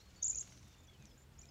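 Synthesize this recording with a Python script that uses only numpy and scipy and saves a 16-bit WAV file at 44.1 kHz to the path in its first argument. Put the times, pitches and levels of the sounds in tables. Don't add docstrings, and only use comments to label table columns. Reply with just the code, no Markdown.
import sys
import numpy as np
from scipy import signal
from scipy.fft import rfft, irfft
from scipy.io import wavfile
from scipy.ndimage import uniform_filter1d

SR = 44100
rng = np.random.default_rng(int(sys.argv[2]) if len(sys.argv) > 2 else 0)


def how_loud(loudness_db):
    steps = np.asarray(loudness_db, float) / 20
    return 10 ** steps


def put_to_file(sound):
    columns = np.atleast_2d(sound).T
    safe = np.clip(columns, -1, 1)
    whole_steps = np.round(safe * 32767)
    wavfile.write(sys.argv[1], SR, whole_steps.astype(np.int16))


N = 66150

# rise_hz, rise_s, drop_hz, drop_start_share, pause_after_s
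ARCHES = [
    (1270, 0.008, 3000, 0.56, 0.0025),
    (1230, 0.00254, 870, 0.62, 0.000068),
    (960, 0.00193, 2400, 0.63, 0.0016),
    (1010, 0.0017, 230, 0.73, 0.0019),
]
# snap_s, level_db
BEATS = [(0.226, -73), (0.271, -66.5), (0.328, -61), (0.379, -62.5), (0.428, -58.5), (0.476, -59.5),
         (0.524, -59), (0.577, -61.5), (0.631, -65.5), (0.679, -67), (0.732, -68)]


def rms_one(x):
    return x / np.sqrt(np.mean(x ** 2) + 1e-20)


def band(x, low_hz, high_hz, order=2):
    return signal.sosfilt(signal.butter(order, [low_hz, high_hz], "band", fs=SR, output="sos"), x)


def drift(rate_hz):
    r = np.exp(-2 * np.pi * rate_hz / SR)
    settled = signal.lfilter([1], [1, -2 * r, r * r], rng.standard_normal(N + SR))[SR:]
    return rms_one(settled)


def add(out, start_s, sound):
    i = max(int(start_s * SR), 0)
    out[i:i + len(sound)] += sound[:N - i]


def bump(t, centre_s, width_s):
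    return np.exp(-((t - centre_s) / width_s) ** 2)


def tone(hz, level_db, edge_s):
    octave_db = -48
    t = np.arange(len(hz)) / SR
    phase = 2 * np.pi * np.cumsum(hz) / SR
    ends = np.sin(np.pi / 2 * np.clip(np.minimum(t, t[::-1]) / edge_s, 0, 1)) ** 2
    return how_loud(level_db) * ends * (np.sin(phase) + how_loud(octave_db) * np.sin(2 * phase))


def arch(length_s, top_hz, shape):
    drop_curve = 1.4
    rise_hz, rise_s, drop_hz, drop_start = shape[:4]
    t = np.arange(int(length_s * SR)) / SR
    slide = np.clip((t / length_s - drop_start) / (1 - drop_start), 0, 1)
    return top_hz - rise_hz * np.exp(-t / rise_s) - drop_hz * slide ** drop_curve


def coloured(spectrum, patchy_db):
    hz, db = np.transpose(spectrum)
    edges_hz = np.geomspace(hz[0], hz[-1], int(3 * np.log2(hz[-1] / hz[0])) + 1)
    white = rng.standard_normal((2, N + SR))
    together = drift(4)
    out = 0
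    for k, (low_hz, high_hz) in enumerate(zip(edges_hz, edges_hz[1:])):
        level_db = np.interp(np.log(low_hz * high_hz) / 2, np.log(hz), db)
        flicker_db = patchy_db * (0.277 * together + drift(42))
        out = out + how_loud(level_db + flicker_db) * band(white[k % 2], low_hz, high_hz)[SR:]
    return rms_one(out)


def town_rumble():
    rumble_db = -63.5
    # centre_hz, density_db
    spectrum = [(30, -29), (45, -4), (64, -2.5), (98, -6.5), (128, -16), (160, -10.5), (388, -19),
                (900, -26)]
    # time_s, change_db
    traffic = [(0, -1.5), (.2, -0.5), (.33, 2.5), (.5, 1), (.63, 0.5), (0.799, -0.5), (1.049, 1), (1.3, -1),
               (1.5, 0.5)]
    swell_db = np.interp(np.arange(N) / SR, *np.transpose(traffic))
    return how_loud(rumble_db + swell_db) * coloured(spectrum, patchy_db=2.0)


def open_air():
    air_db = -72.5
    # centre_hz, density_db
    spectrum = [(800, -1.5), (1300, 0), (2200, -2.5), (4500, -8.5), (7000, -13), (8200, -16.5),
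                (11000, -19.5), (16000, -16.5)]
    return how_loud(air_db) * coloured(spectrum, patchy_db=1.7)


def booms():
    # centre_s, pitch_hz, length_s, level_db
    boom_events = [(0.089, 59.4, 0.026, -58.5), (.15, 181.4, .06, -66.5), (0.287, 92.5, 0.035, -57),
                   (0.361, 59.8, 0.043, -57), (0.631, 88, 0.027, -56), (.66, 209, 0.037, -67.5),
                   (.82, 80, .05, -63), (1.04, 208, 0.023, -61), (1.12, 48.6, .05, -59),
                   (1.24, 71, 0.044, -61), (1.37, 62.4, 0.042, -64)]
    t = np.arange(N) / SR
    out = np.zeros(N)
    for s, hz, length_s, db in boom_events:
        out += how_loud(db) * bump(t, s, length_s) * np.sin(2 * np.pi * hz * (t - s))
    return out


def motor():
    # time_s, firing_hz, level_db
    speed = [(0, 104, -68), (.2, 109.5, -78), (0.348, 118.2, -66.5), (.5, 121.1, -64.5),
             (.62, 122.4, -61.5), (0.751, 125.1, -70.5), (.95, 128.8, -65), (1.0, 130, -74),
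             (1.101, 132.5, -67), (1.5, 138.7, -64)]
    # firing_multiple, level_db
    orders = [
        (1, -0.5),
        (1.5, -11.5),
        (2.42, -16),
    ]
    s, hz, db = np.transpose(speed)
    t = np.arange(N) / SR
    turns = np.cumsum(np.interp(t, s, hz)) / SR
    tones = 0
    for multiple, order_db in orders:
        tones = tones + how_loud(order_db + drift(4.2)) * np.sin(2 * np.pi * multiple * turns)
    return how_loud(np.interp(t, s, db) + 1) * tones


def flock_chatter():
    low_hz, top_hz, flicker_db = 2200, 7600, 2.0
    # time_s, level_db
    chatter = [(0, -72.5), (.1, -75.5), (.5, -69), (.9, -78.5), (1.1, -74.5), (1.25, -84.5), (1.5, -73.5)]
    s, db = np.transpose(chatter)
    noise = band(rng.standard_normal(N), low_hz, top_hz, order=8)
    level_db = np.interp(np.arange(N) / SR, s, db) + flicker_db * drift(31)
    return how_loud(level_db) * rms_one(noise)


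def far_birds():
    waver_hz, flicker_db, wet_db, smear_t60_s = 20, 6.0, -6, 0.1
    whistle_db, whistle_edge_s, mate_edge_s = -5.5, 0.0025, 0.0012
    # start_s, length_s, top_hz, level_db
    mate_notes = [(0.408, .012, 7540, -52), (0.159, 0.024, 7070, -70.5), (0.782, 0.014, 7350, -70.5),
                  (0.803, 0.012, 6970, -73), (0.832, 0.013, 7280, -78), (0.847, 0.011, 7100, -73),
                  (1.177, 0.016, 7180, -71), (1.206, 0.0051, 7240, -71), (1.216, 0.013, 7240, -65.5),
                  (1.388, 0.0089, 7000, -54.5), (1.3995, 0.018, 7166, -65), (1.415, 0.011, 7350, -72.5),
                  (1.429, 0.0092, 7400, -62.5), (1.468, 0.009, 7300, -69)]
    # start_s, length_s, from_hz, to_hz, level_db
    whistle_notes = [(0, 0.023, 3785, 4505, -60.5), (.002, 0.017, 5800, 5440, -65),
                     (0.018, 0.075, 4340, 4270, -67.5), (0.078, 0.038, 4220, 3750, -83),
                     (0.146, 0.014, 4820, 6600, -63), (.2355, 0.0032, 9600, 9250, -51),
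                     (0.16, 0.05, 4510, 4480, -64), (0.201, 0.072, 3640, 3647, -64),
                     (0.28, 0.0061, 4830, 4000, -56.5), (0.324, 0.053, 2382, 2656, -66),
                     (0.639, 0.21, 3633, 3566, -71), (0.743, .016, 2874, 2700, -62.5),
                     (0.869, 0.009, 6500, 5400, -62), (0.879, 0.025, 3404, 3390, -64),
                     (0.902, 0.028, 3360, 3340, -68.5), (0.894, 0.038, 2154, 2250, -68.5),
                     (0.928, 0.039, 3263, 2870, -65.5), (.993, 0.047, 4130, 3500, -70),
                     (0.994, 0.056, 2650, 2374, -68), (1.062, 0.013, 5930, 5900, -65),
                     (1.068, 0.08, 5420, 5020, -70), (1.109, 0.011, 3450, 3340, -63),
                     (1.169, 0.019, 1628, 1540, -65.5), (1.382, 0.0039, 5450, 5250, -53),
                     (1.4146, 0.0059, 6760, 5340, -48.5), (1.418, 0.0059, 5910, 5350, -55.5),
                     (1.428, 0.02, 2357, 2460, -68), (1.484, 0.033, 5190, 4750, -58.5),
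                     (1.488, .009, 6360, 6200, -61)]
    mates, whistles = np.zeros(N), np.zeros(N)
    for s, length_s, top_hz, db in mate_notes:
        add(mates, s, tone(arch(length_s, top_hz, ARCHES[3]), db, mate_edge_s))
    waver = waver_hz * drift(80)
    for s, length_s, from_hz, to_hz, db in whistle_notes:
        hz = np.linspace(from_hz, to_hz, int(length_s * SR))
        hz = hz + np.resize(waver[int(s * SR):], len(hz))
        add(whistles, s, tone(hz, db + whistle_db, whistle_edge_s))
    flicker = flicker_db * drift(100)
    direct = mates * how_loud(flicker / 2) + whistles * how_loud(np.minimum(flicker, 3))
    t = np.arange(SR // 4) / SR
    smear = rng.standard_normal(len(t)) * how_loud(-60 * t / smear_t60_s)
    smear = smear / np.sqrt(np.sum(smear ** 2))
    return direct + how_loud(wet_db) * signal.fftconvolve(direct, smear)[:N]


def gutter():
    tick_rise_s = 0.0002
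    thud_s, thud_hz, thud_db, thud_t60_s = 1, 135, -49.5, 0.16
    # start_s, peak_db, centre_hz, t60_s
    claw_ticks = [(0.152, -54, 3060, 0.0042), (1.0243, -51.5, 6360, 0.0098), (1.0243, -52, 4700, 0.0027),
                  (1.025, -53, 1570, 0.0047), (1.0552, -39.5, 6100, 0.0028), (1.0545, -54, 7000, 0.0062),
                  (1.055, -50, 3700, 0.0036), (1.0578, -53, 7300, 0.0044), (1.4555, -46, 5570, 0.0031),
                  (1.4559, -43.5, 3600, 0.0017), (1.456, -48, 6850, 0.0057)]
    out, t = np.zeros(N), np.arange(int(0.3 * SR)) / SR
    for s, db, hz, t60_s in claw_ticks:
        rise = 1 - np.exp(-t / tick_rise_s)
        add(out, s, how_loud(db - 60 * t / t60_s) * rise * np.sin(2 * np.pi * hz * t))
    add(out, thud_s, -how_loud(thud_db - 60 * t / thud_t60_s) * np.sin(2 * np.pi * thud_hz * t))
    return out


def crackle():
    clicks_per_s, spread_s, crackle_db = 700, 0.018, -14
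    t = np.arange(N) / SR
    effort = sum(how_loud(db + crackle_db) * bump(t, s, spread_s) for s, db in BEATS)
    clicks = (rng.random(N) < clicks_per_s / SR) * rng.standard_normal(N)
    puffs = uniform_filter1d(np.abs(clicks), size=60) * rng.standard_normal(N)
    return effort * rms_one(band(puffs, 3100, 10500, order=3))


def wings():
    swish_lead_s, swish_s, swish_db = 0.018, 0.0079, -19.5
    push_lead_s, push_hz, push_db = 0.0084, 110, -0.5
    whirr_s, whirr_db = 0.024, -8.5
    snap_s, snap_low_hz, snap_top_hz = 0.0031, 700, 7600
    grain_db = 3.5
    t = np.arange(N) / SR
    swish, snap, push, whirr = np.zeros((4, N))
    for s, db in BEATS:
        swish += how_loud(db + swish_db) * bump(t, s - swish_lead_s, swish_s)
        snap += how_loud(db) * bump(t, s, snap_s)
        whirr += how_loud(db + whirr_db) * bump(t, s, whirr_s)
        cycles = (t - s + push_lead_s) * push_hz
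        push += how_loud(db + push_db) * np.exp(-cycles ** 2 * 1.1) * np.sin(2 * np.pi * cycles)
    grain = how_loud(grain_db * drift(200))
    noise = rng.standard_normal((3, N))
    swish_noise = rms_one(band(noise[0], 5600, 11600, order=3))
    snap_noise = rms_one(band(band(noise[1], snap_low_hz, snap_top_hz), 300, snap_top_hz))
    whirr_noise = rms_one(band(noise[2], 5520, 6300))
    return grain * (swish * swish_noise + whirr * whirr_noise) + snap * snap_noise + push


def trill():
    end_s, edge_s, waver_hz = 0.426, 0.0012, 7.2
    throat_hz, throat_db_per_khz = 6430, 14.5
    # start_s, top_hz, early_db, middle_db, late_db
    trill_notes = [(0.2195, 7065, -47, -29, -28.5), (0.2419, 7513, -30, -32.5, -29.5),
                   (.257, 6940, -32.5, -33, -33.5), (.279, 7530, -30.5, -37.5, -39),
                   (0.2962, 7160, -30.5, -29.5, -34), (0.3164, 7400, -39.5, -51.5, -37),
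                   (0.3335, 6910, -44.5, -59, -35), (0.3551, 7300, -34.5, -51, -39.5),
                   (0.3731, 6910, -37, -36.5, -32.5), (0.393, 7610, -36.5, -45.5, -38),
                   (0.408, 6750, -36.5, -39, -49)]
    level_places = [
        (0.2, .52, .8),
        (.17, 0.56, 0.96),
        (.17, 0.43, 0.84),
        (0.13, 0.48, .85),
    ]
    out, waver = np.zeros(N), waver_hz * drift(150)
    ends_s = [row[0] for row in trill_notes[1:]] + [end_s]
    kinds = [0] + [2 - k % 2 for k in range(1, len(trill_notes) - 1)] + [3]
    for (s, top_hz, *db), stop_s, kind in zip(trill_notes, ends_s, kinds):
        pause_s = ARCHES[kind][4]
        hz = arch(stop_s - s - pause_s, top_hz, ARCHES[kind])
        place = np.interp(np.linspace(0, 1, len(hz)), np.sort(level_places[kind]), [0, 1, 2])
        eased = place - np.sin(2 * np.pi * place) / (2 * np.pi)
        level_db = np.interp(eased, [0, 1, 2], db)
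        level_db = level_db - throat_db_per_khz * np.maximum(throat_hz - hz, 0) / 1000
        add(out, s, tone(hz + waver[int(s * SR):][:len(hz)], level_db, edge_s))
    return out


def outdoors(x):
    # delay_s, level_db
    echoes = [
        (0.0136, -18.5),
        (0.028, -28),
    ]
    echo_low_hz, echo_top_hz = 6450, 10000
    t = np.arange(SR) / SR
    tail = np.zeros(SR)
    for level_db, t60_s in ((-17, 0.25), (-26, 0.66)):
        decay = rng.standard_normal(SR) * how_loud(-60 * t / t60_s) * (t > 0.004)
        tail += how_loud(level_db) * decay / np.sqrt(np.sum(decay ** 2))
    click = band(signal.unit_impulse(400), echo_low_hz, echo_top_hz, order=4)
    for delay_s, db in echoes:
        tail[int(delay_s * SR):][:400] += how_loud(db) * click
    return x + signal.fftconvolve(x, tail)[:N]


def scene():
    background = town_rumble() + open_air() + booms() + motor() + flock_chatter()
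    echoing = outdoors(far_birds() + gutter() + trill())
    return (background + crackle() + wings() + echoing)[None]


def starve(x):
    # low_hz, high_hz, from_s, to_s
    starved = [(8000, 9200, .243, .333), (9200, 11300, .243, .311), (8000, 8900, .364, .401)]
    hz, t = np.fft.rfftfreq(N, 1 / SR), np.arange(N) / SR
    for low_hz, high_hz, from_s, to_s in starved:
        gate = uniform_filter1d(((t > from_s) & (t < to_s)) * 1., size=150)
        x = x - gate * irfft(rfft(x) * ((hz > low_hz) & (hz < high_hz)), N)
    return x


def roll_off(x):
    return signal.sosfilt(signal.butter(12, 15720, fs=SR, output="sos"), x)


def record(dry):
    hiss_db, hiss_tilt, cutoff_hz = -80.5, 0.13, 16800
    hiss = signal.lfilter([1], [1, -hiss_tilt], rng.standard_normal(dry.shape))
    noisy = dry + how_loud(hiss_db) * rms_one(hiss)
    cut = signal.sosfilt(signal.cheby2(12, 60, cutoff_hz, fs=SR, output="sos"), noisy)
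    mix = starve(cut)
    return roll_off(mix)


dry = scene()
out = record(dry)
put_to_file(out)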